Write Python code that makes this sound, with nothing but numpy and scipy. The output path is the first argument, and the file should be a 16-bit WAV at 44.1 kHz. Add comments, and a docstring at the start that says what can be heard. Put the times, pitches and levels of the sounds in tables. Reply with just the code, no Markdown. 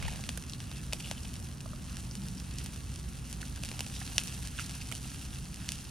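"""Meat sizzles on a small charcoal grill on a lawn. A puff of air and a squelch of sticky rice open the
scene, and someone eating begins a few soft clicks close on the right. Throughout, tiny bubbles of fat burst
over a hiss of steam, juice boils off in spurts, and coals and drips pop, each pop reflected by the steel
firebox. Over the rumble of distant traffic a far car hums by at 2.3 s, and an engine is nearest at 3 s.
At 4.2 s the frying peaks with the loudest pop, then eases."""
import sys
import numpy as np
from scipy import signal
from scipy.fft import rfft, irfft
from scipy.io import wavfile

SR = 44100
rng = np.random.default_rng(int(sys.argv[2]) if len(sys.argv) > 2 else 0)


def unload_audio(sound):
    """Save the sound as a 16-bit wav file, at the path given as the first command line argument."""
    columns = np.transpose(np.atleast_2d(sound))
    # keep every value between -1 and 1, then stretch to whole-number steps
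    steps = np.round(np.clip(columns, -1, 1) * 32767)
    wavfile.write(sys.argv[1], SR, steps.astype(np.int16))


N = 260190
TAPS = 4096  # length of one impulse response [samples]

# spectrum of steam and fine bubbles: (frequency [Hz], relative spectral level [dB])
FIZZ_SPECTRUM = [(300, 11.5), (700, -16.5), (1300, 3), (2100, -3), (2750, 3.5), (3600, 1.5), (5400, 2.5),
                 (6200, 4), (7500, 0.5), (9200, 5.5), (10400, 3.5), (11300, -2), (12500, -3), (16000, -18)]
# resonances that the steel firebox gives every snap: (frequency [Hz], relative spectral level [dB])
FIREBOX_SPECTRUM = [(200, -20), (400, -1), (600, 3.5), (1350, -8), (1650, -1.5), (1950, -4.5), (2330, -2.5),
                    (2620, 3.5), (3200, -0.5), (3720, -0.5), (4000, -3.5), (4350, -1.5), (5850, 0),
                    (6400, -1.5), (8300, -3), (8800, 0), (10400, -3.5), (11400, -9), (13700, -13),
                    (16000, -28)]
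def sizzle(ticks_db=-60.5, simmer_relative_db=-17.5):
    """Bubble resonance: over a hiss of steam, fine bubbles fizz high and the biggest sputter low."""
    frying = heat() * gain_of(.85 * drift(rate_hz=14))
    steam = wash(FIZZ_SPECTRUM) * gain_of(-1.4)
    fizz = bubbles(FIZZ_SPECTRUM, per_s=1500, spread_db=4.5, low_hz=1640, high_hz=15600, q=1, echo_db=.5)
    fizz *= gain_of(0.97)
    ticks = bubbles(FIREBOX_SPECTRUM, per_s=50, spread_db=2.4, low_hz=4500, high_hz=14000, q=1.2, echo_db=-4)
    ticks *= gain_of(ticks_db)  # fat ticks on however hard the meat fries
    spits = bubbles(FIREBOX_SPECTRUM, per_s=60, spread_db=2.5, low_hz=3780, high_hz=10550, q=14, echo_db=5)
    spits *= gain_of(-12)
    sputter = bubbles(FIREBOX_SPECTRUM, per_s=540, spread_db=4.5, low_hz=738, high_hz=1750, q=7.5, echo_db=11)
    sputter *= gain_of(-11 + 1.6 * drift(rate_hz=5.6))
    simmer = bubbles(FIREBOX_SPECTRUM, per_s=220, spread_db=2.6, low_hz=2550, high_hz=3300, q=16, echo_db=-3)
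    simmer *= gain_of(simmer_relative_db + 2.5 * drift(rate_hz=13))
    return frying * (steam + fizz + spits + sputter + simmer) + ticks


def bubbles(spectrum, per_s, spread_db, low_hz, high_hz, q, echo_db, count=20, size=N):
    """Shot noise: bubbles burst at random, each size with its own pitch and echoes."""
    hz, out = np.fft.rfftfreq(TAPS, 1 / SR), np.zeros((2, size))
    force = gain_of(spread_db * np.minimum(rng.exponential(1, size), 4))  # most are faint, a few stand out
    train = force * (rng.random(size) < per_s / SR)
    kind = rng.integers(0, count, size)
    for k, centre_hz in enumerate(np.geomspace(low_hz, high_hz, count)):
        colour_db = read(spectrum, hz) + resonance_db(hz, centre_hz, q)
        strength = np.sqrt(np.mean(gain_of(colour_db) ** 2) / centre_hz)
        response = strength * burst(colour_db, echo_db)
        out += signal.oaconvolve((train * (kind == k))[None], response, axes=1)[:, :size]
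    return evened(out)


# slow swell of the frying: (time [s], relative level [dB])
FRYING_SWELL = [(0.0, -51), (0.15, -50), (0.54, -54.5), (1.12, -51), (1.6, -55.5), (2.1, -52.5), (2.7, -53),
                (3.2, -53.5), (3.58, -52.5), (3.67, -50), (3.88, -50.5), (4.17, -45.5), (4.52, -49.5),
                (5.08, -49), (5.4, -52), (5.9, -52)]
def heat(flare_db=-58, flare_decay_s=0.02, flare_db_per_pop_db=0.55):
    """Incoherent powers add: a slow swell, plus a flare after each pop as fat is thrown on the coals."""
    t = np.arange(N) / SR
    power = gain_of(np.interp(t, *np.transpose(FRYING_SWELL)) - 2) ** 2
    typical_db = np.mean([db for _, db, _, _ in STEAM_POPS])
    for s, db, _, _ in STEAM_POPS:
        flare = gain_of(flare_db + flare_db_per_pop_db * (db - typical_db))
        power += (t > s) * flare ** 2 * np.exp(-abs(t - s) / flare_decay_s)
    return np.sqrt(power)


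# the loudest pops of coal and fat: (time [s], level over 1 ms [dB], pitch [Hz], quality factor [-])
STEAM_POPS = [(0.159, -36.5, 1800, 0.4), (0.239, -34.5, 2200, 0.79), (0.29, -31.5, 3200, 0.86),
              (0.2916, -25.5, 1960, 0.44), (0.4248, -39.5, 5500, 1.4), (0.4972, -35, 5250, 2),
              (0.523, -40, 5670, 3), (0.535, -33, 4200, 4.7), (0.6035, -35, 2600, 0.59),
              (0.7151, -35.5, 1200, 0.32), (0.77, -42, 4000, 0.6), (0.9262, -29, 2070, 1.1),
              (0.932, -33.5, 640, 2.5), (0.9324, -24, 3800, 0.44), (0.9344, -26.5, 3700, 0.25),
              (1.004, -36, 2800, 3.5), (1.0445, -39, 2850, 5.9), (1.113, -25, 1410, 0.3),
              (1.2493, -42, 3260, 0.55), (1.253, -38, 2690, 3.3), (1.34, -36.5, 11000, 0.45),
              (1.3558, -40, 2670, 1.4), (1.606, -38.5, 3000, 0.53), (1.9693, -34.5, 4500, 0.2),
              (2.1119, -36.5, 5370, 5), (2.1536, -33, 5000, 0.42), (2.285, -36.5, 8000, 0.59),
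              (2.3807, -39.5, 5250, 9.1), (2.4, -37, 5300, 1.5), (2.5854, -31, 6200, 0.86),
              (2.6428, -37, 11800, 1.9), (2.6614, -33, 4000, 0.14), (2.7614, -39.5, 1700, 0.11),
              (2.96, -37, 5000, 0.66), (3.328, -32.5, 9000, 0.81), (3.4162, -35, 3800, 0.25),
              (3.5605, -37, 5000, 0.3), (3.636, -28.5, 2700, 0.32), (3.6492, -32, 4500, 0.3),
              (3.656, -35, 5000, 0.8), (3.689, -33, 3000, 0.4), (3.7153, -31.5, 900, 0.31),
              (3.793, -28, 1880, 0.32), (3.8066, -24.5, 2600, 0.16), (3.865, -35, 1030, 0.15),
              (4.1812, -15, 3170, 0.78), (4.1815, -24.5, 1390, 1.1), (4.1812, -24, 5800, 13),
              (4.2366, -32, 8900, 0.56), (4.2798, -34, 2700, 0.66), (4.4738, -33, 7000, 0.46),
              (4.602, -34, 5570, 0.23), (4.6953, -35, 2400, 0.21), (4.7518, -37, 7000, 0.4),
              (4.9519, -33, 6060, 1), (5.5433, -36, 6200, 0.43), (5.69, -23.5, 3900, 0.84),
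              (5.72, -26.5, 8500, 0.26)]
def pops(cutoff_ratio=0.15):
    """Impulse excitation: steam pockets crack open in coals and fat, too small to radiate bass."""
    hz, out = np.fft.rfftfreq(TAPS, 1 / SR), np.zeros((2, N))
    for s, db, pitch_hz, q in STEAM_POPS:
        highpass_db = -10 * np.log10(1 + (cutoff_ratio * pitch_hz / (hz + 1)) ** 4)
        colour_db = read(FIREBOX_SPECTRUM, hz) + resonance_db(hz, pitch_hz, q) + highpass_db
        add(out, s, gain_of(db) * np.sqrt(SR / 1000) * burst(colour_db, echo_db=-3))
    return out


# spurts of juice: (centre time [s], half length [s], peak level [dB], pitch [Hz], quality factor [-])
JUICE_SPURTS = [(0.063, 0.083, -48.5, 2400, 2.5), (0.747, 0.073, -54.5, 2840, 5.4),
                (1.003, 0.015, -43.5, 6000, 0.46), (1.07, 0.032, -47.5, 2930, 10),
                (1.074, 0.029, -47.5, 4200, 0.24), (1.175, 0.013, -50.5, 2970, 9),
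                (1.931, 0.11, -62, 1170, 6.4), (2.601, 0.13, -55.5, 2000, 1.0),
                (3.294, 0.027, -50, 7000, 0.39), (3.575, 0.0094, -50.5, 1390, 3),
                (3.956, 0.031, -45, 4100, 1.5), (4.462, 0.016, -46.5, 1580, 0.8),
                (4.595, 0.025, -44.5, 2780, 2), (4.613, 0.015, -40.5, 8000, 0.47),
                (4.819, 0.0094, -39, 3080, 1.3), (5.62, 0.039, -54.5, 1380, 2.3),
                (5.73, 0.11, -50, 4500, 0.49)]
def spurts(scatter=1.07, size=32768):
    """Boiling: juice wells up and froths off in tiny bubbles that resonate near one pitch."""
    t, out = (np.arange(size) - size / 2) / SR, np.zeros((2, N + size))
    for s, length, db, pitch_hz, q in JUICE_SPURTS:
        froth = bubbles(FIREBOX_SPECTRUM, per_s=560, spread_db=3, low_hz=pitch_hz / scatter,
                        high_hz=pitch_hz * scatter, q=q, echo_db=-3, count=4, size=size)
        add(out, s, gain_of(db) * froth * np.exp(-(t / length) ** 2))
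    return out[:, size // 2:][:, :N]


# echoes off the firebox, the ground and things nearby: (delay [s], relative level [dB], decay time [s])
REFLECTIONS = [(.0004, 0, .0012), (.0058, -13, .0018), (.0115, -14, .0018), (.016, -24, .012)]
def burst(colour_db, echo_db):
    """Impulse response of unit energy: the direct pulse of one burst, then its scattered reflections."""
    t, hz = np.arange(TAPS) / SR, np.fft.rfftfreq(TAPS, 1 / SR)
    power = sum(gain_of(db) ** 2 * (t > s) * np.exp(-2 * abs(t - s) / decay)
                for s, db, decay in REFLECTIONS)
    noise = rfft(rng.standard_normal((3, TAPS)) * np.sqrt(power / power.sum()))
    shared = np.clip(read(COHERENCE, hz), 0, 1) ** 2  # echoes differ more between the sides
    echoes = np.sqrt(shared) * noise[0] + np.sqrt(1 - shared) * noise[1:]
    response = irfft((1 + gain_of(echo_db) * echoes) * minimum_phase(colour_db) * stereo(hz))
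    return evened(response) / np.sqrt(TAPS)


# clicks: (time [s], level over 1 ms [dB], lower resonance [Hz], upper resonance [Hz], crispness [dB])
EATING_CLICKS = [(0.026, -31, 1420, 2270, -15), (0.081, -28.5, 880, 1820, -16),
                 (0.3751, -29, 1660, 9400, -7), (1.6582, -36.5, 626, 1170, -35),
                 (1.7324, -38, 610, 1230, -28), (3.429, -35, 1530, 1740, -25),
                 (4.0155, -34.5, 790, 1750, -47), (4.588, -29.5, 1550, 2800, -42),
                 (4.5948, -28.5, 1450, 1750, -20), (4.915, -31, 1300, 2540, -7),
                 (4.9232, -27.5, 2420, 2900, -13)]
def eating(decay_s=.0035, q=4.5, upper_db=-1, pan_db=-9, apart=.35):
    """Cavity resonance: a tight cluster of moist snaps rings two modes of a small cavity."""
    t, hz, out = np.arange(TAPS) / SR, np.fft.rfftfreq(TAPS, 1 / SR), np.zeros((2, N))
    for s, db, low_hz, high_hz, crisp_db in EATING_CLICKS:
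        noise = rng.standard_normal((3, TAPS)) * np.exp(-t / decay_s)
        snaps = rfft(evened(noise[0] + apart * noise[1:])) / np.sqrt(TAPS)
        lower = minimum_phase(2 * resonance_db(hz, low_hz, q))
        upper = minimum_phase(2 * resonance_db(hz, high_hz, q)) * gain_of(upper_db)
        crisp = gain_of(crisp_db) * snaps * minimum_phase(read(FIREBOX_SPECTRUM, hz))
        click = irfft((lower + upper) * (1 + .5 * snaps) + crisp)
        click = evened(click * gain_of([[pan_db / 2], [-pan_db / 2]]))
        add(out, s, gain_of(db) * np.sqrt(SR / 1000 / TAPS) * click)
    return out


def rice(at_s=0.074, half_length_s=0.12, db=-50):
    """A brief swell of shot noise: sticky rice squelches as chopsticks press the meat into it."""
    squelch = bubbles(FIREBOX_SPECTRUM, per_s=670, spread_db=5.5, low_hz=720, high_hz=2280,
                      q=1.4, echo_db=-7)
    return squelch * gain_of(db) * swell(at_s, half_length_s)


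# rumble of distant traffic: (frequency [Hz], relative spectral level [dB])
TRAFFIC_SPECTRUM = [(18, -19), (45, -2.5), (75, 2), (110, -1), (180, -3), (255, -9), (320, -17), (450, -23),
                    (800, -26.5), (1250, -26.5), (2000, -32), (5000, -50)]
def traffic(start_db=-42, fade_db_per_s=0.2948):
    """Superposition: far vehicles merge into one low noise, which slowly fades."""
    return wash(TRAFFIC_SPECTRUM) * gain_of(start_db - fade_db_per_s * np.arange(N) / SR)


def engine(start_hz=56.1, rise_hz_per_s=0.96, nearest_s=3.04, passing_s=1, nearest_db=-44.7):
    """Inverse-square law: a passing engine's throb swells and fades beside a fainter wavering drone."""
    t = np.arange(N) / SR
    firing_hz = start_hz + rise_hz_per_s * t + 1.4 * drift(rate_hz=4.08)
    throb_db = nearest_db - 10 * np.log10(1 + ((t - nearest_s) / passing_s) ** 2)
    throb = tone(firing_hz, db=throb_db + 2.46 * drift(rate_hz=3.4))
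    drone = tone(hz=129 + 1.95 * drift(rate_hz=3.8), db=-52 + 1.65 * drift(rate_hz=2.1))
    return (throb + drone) * gain_of([[-.6], [.6]])


def far_car(at_s=2.27, half_length_s=0.13, pitch_hz=195, q=3.3, db=-43):
    """Narrow-band noise: a low hum swells and fades, as of one car going by far away."""
    hz = np.fft.rfftfreq(N, 1 / SR)
    band = gain_of(2 * resonance_db(hz, pitch_hz, q))
    hum = evened(irfft(rfft(rng.standard_normal(N)) * band * stereo(hz), N))
    return hum * gain_of(db) * swell(at_s, half_length_s)


def breeze(at_s=0.041, half_length_s=0.12, puff_db=-40, steady_db=-55):
    """Turbulence: eddies brush left and right independently, with one soft puff at the start."""
    band = gain_of(2 * resonance_db(np.fft.rfftfreq(N, 1 / SR), centre_hz=50, q=0.86))
    eddies = evened(irfft(rfft(rng.standard_normal((2, N))) * band, N))
    return eddies * (gain_of(steady_db) + gain_of(puff_db) * swell(at_s, half_length_s))


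# likeness of the two sides: (frequency [Hz], shared fraction of power [-])
COHERENCE = [(60, 1), (130, 1), (290, 0.85), (640, 0.079), (1410, 0.23), (2700, 0.97), (6820, 0.82),
             (15000, 0.14)]
def wash(spectrum):
    """Partial coherence: noise of one colour, part of it common to both sides."""
    hz = np.fft.rfftfreq(N, 1 / SR)
    noise = rfft(rng.standard_normal((3, N)))
    shared = np.clip(read(COHERENCE, hz), 0, 1)
    sides = np.sqrt(shared) * noise[0] + np.sqrt(1 - shared) * noise[1:]
    return evened(irfft(sides * stereo(hz) * gain_of(read(spectrum, hz)), N))


# level difference between the sides: (frequency [Hz], left minus right [dB])
LEVEL_DIFFERENCE = [(60, -1), (200, -1), (1300, 0), (2500, -0.5), (4500, -0.5), (8000, -2.5), (12500, -1)]
# phase difference between the sides: (frequency [Hz], lead of the left [rad])
PHASE_DIFFERENCE = [(300, 0), (780, 0.82), (1400, 0.77), (4600, 0.055), (6500, 1.38), (10500, 0.76),
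                    (11800, 2.4), (13000, 0.65)]
def stereo(hz):
    """Direction cues: differences of level and phase, split evenly between left and right."""
    half = gain_of(read(LEVEL_DIFFERENCE, hz) / 2) * np.exp(.5j * read(PHASE_DIFFERENCE, hz))
    return np.array([half, 1 / half])


def resonance_db(hz, centre_hz, q):
    """Frequency response of a damped resonator."""
    return -10 * np.log10(1 + (q * (hz / centre_hz - centre_hz / (hz + 1))) ** 2)


def minimum_phase(db):
    """Minimum phase gives the spectrum of the most sudden pulse with this colour."""
    log_gain = np.log(gain_of(np.maximum(db, db.max() - 80)))
    mirrored = np.concatenate([log_gain, log_gain[-2:0:-1]])
    return np.exp(np.conj(signal.hilbert(mirrored)))[:len(db)]


def tone(hz, db):
    """A sinusoid at an rms level; its phase is the integral of frequency."""
    return np.sqrt(2) * gain_of(db) * np.sin(2 * np.pi * np.cumsum(hz) / SR)


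def drift(rate_hz):
    """Random modulation: low-passed noise of unit rms."""
    hz = np.fft.rfftfreq(N, 1 / SR)
    return evened(irfft(rfft(rng.standard_normal(N)) / (1 + (hz / rate_hz) ** 4), N))


def swell(at_s, half_length_s):
    """A Gaussian envelope."""
    return np.exp(-((np.arange(N) / SR - at_s) / half_length_s) ** 2)


def gain_of(db):
    """Decibels to amplitude."""
    return 10 ** (np.asarray(db) / 20)


def evened(x):
    """Normalises to unit rms."""
    return x / np.sqrt(np.mean(x ** 2) + 1e-20)


def read(points, hz):
    """Interpolates a spectrum on a log-frequency axis."""
    f, value = np.transpose(points)
    return np.interp(np.log(hz + 1), np.log(f + 1), value)


def add(mix, s, sound):
    """Superposes a stereo sound at a time."""
    part = mix[:, max(round(s * SR), 0):][:, :sound.shape[1]]
    part += sound[:, :part.shape[1]]


def scene():
    """Linear superposition of the grill, the eater and the open air."""
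    return sizzle() + spurts() + pops() + eating() + rice() + engine() + traffic() + breeze() + far_car()


def record(dry, edge_hz=16000):
    """Band limiting by a linear-phase low-pass filter."""
    lowpass = signal.firwin(511, edge_hz, window=("kaiser", 9), fs=SR)
    return signal.oaconvolve(dry, lowpass[None], "same")


dry = scene()
out = record(dry)
unload_audio(out)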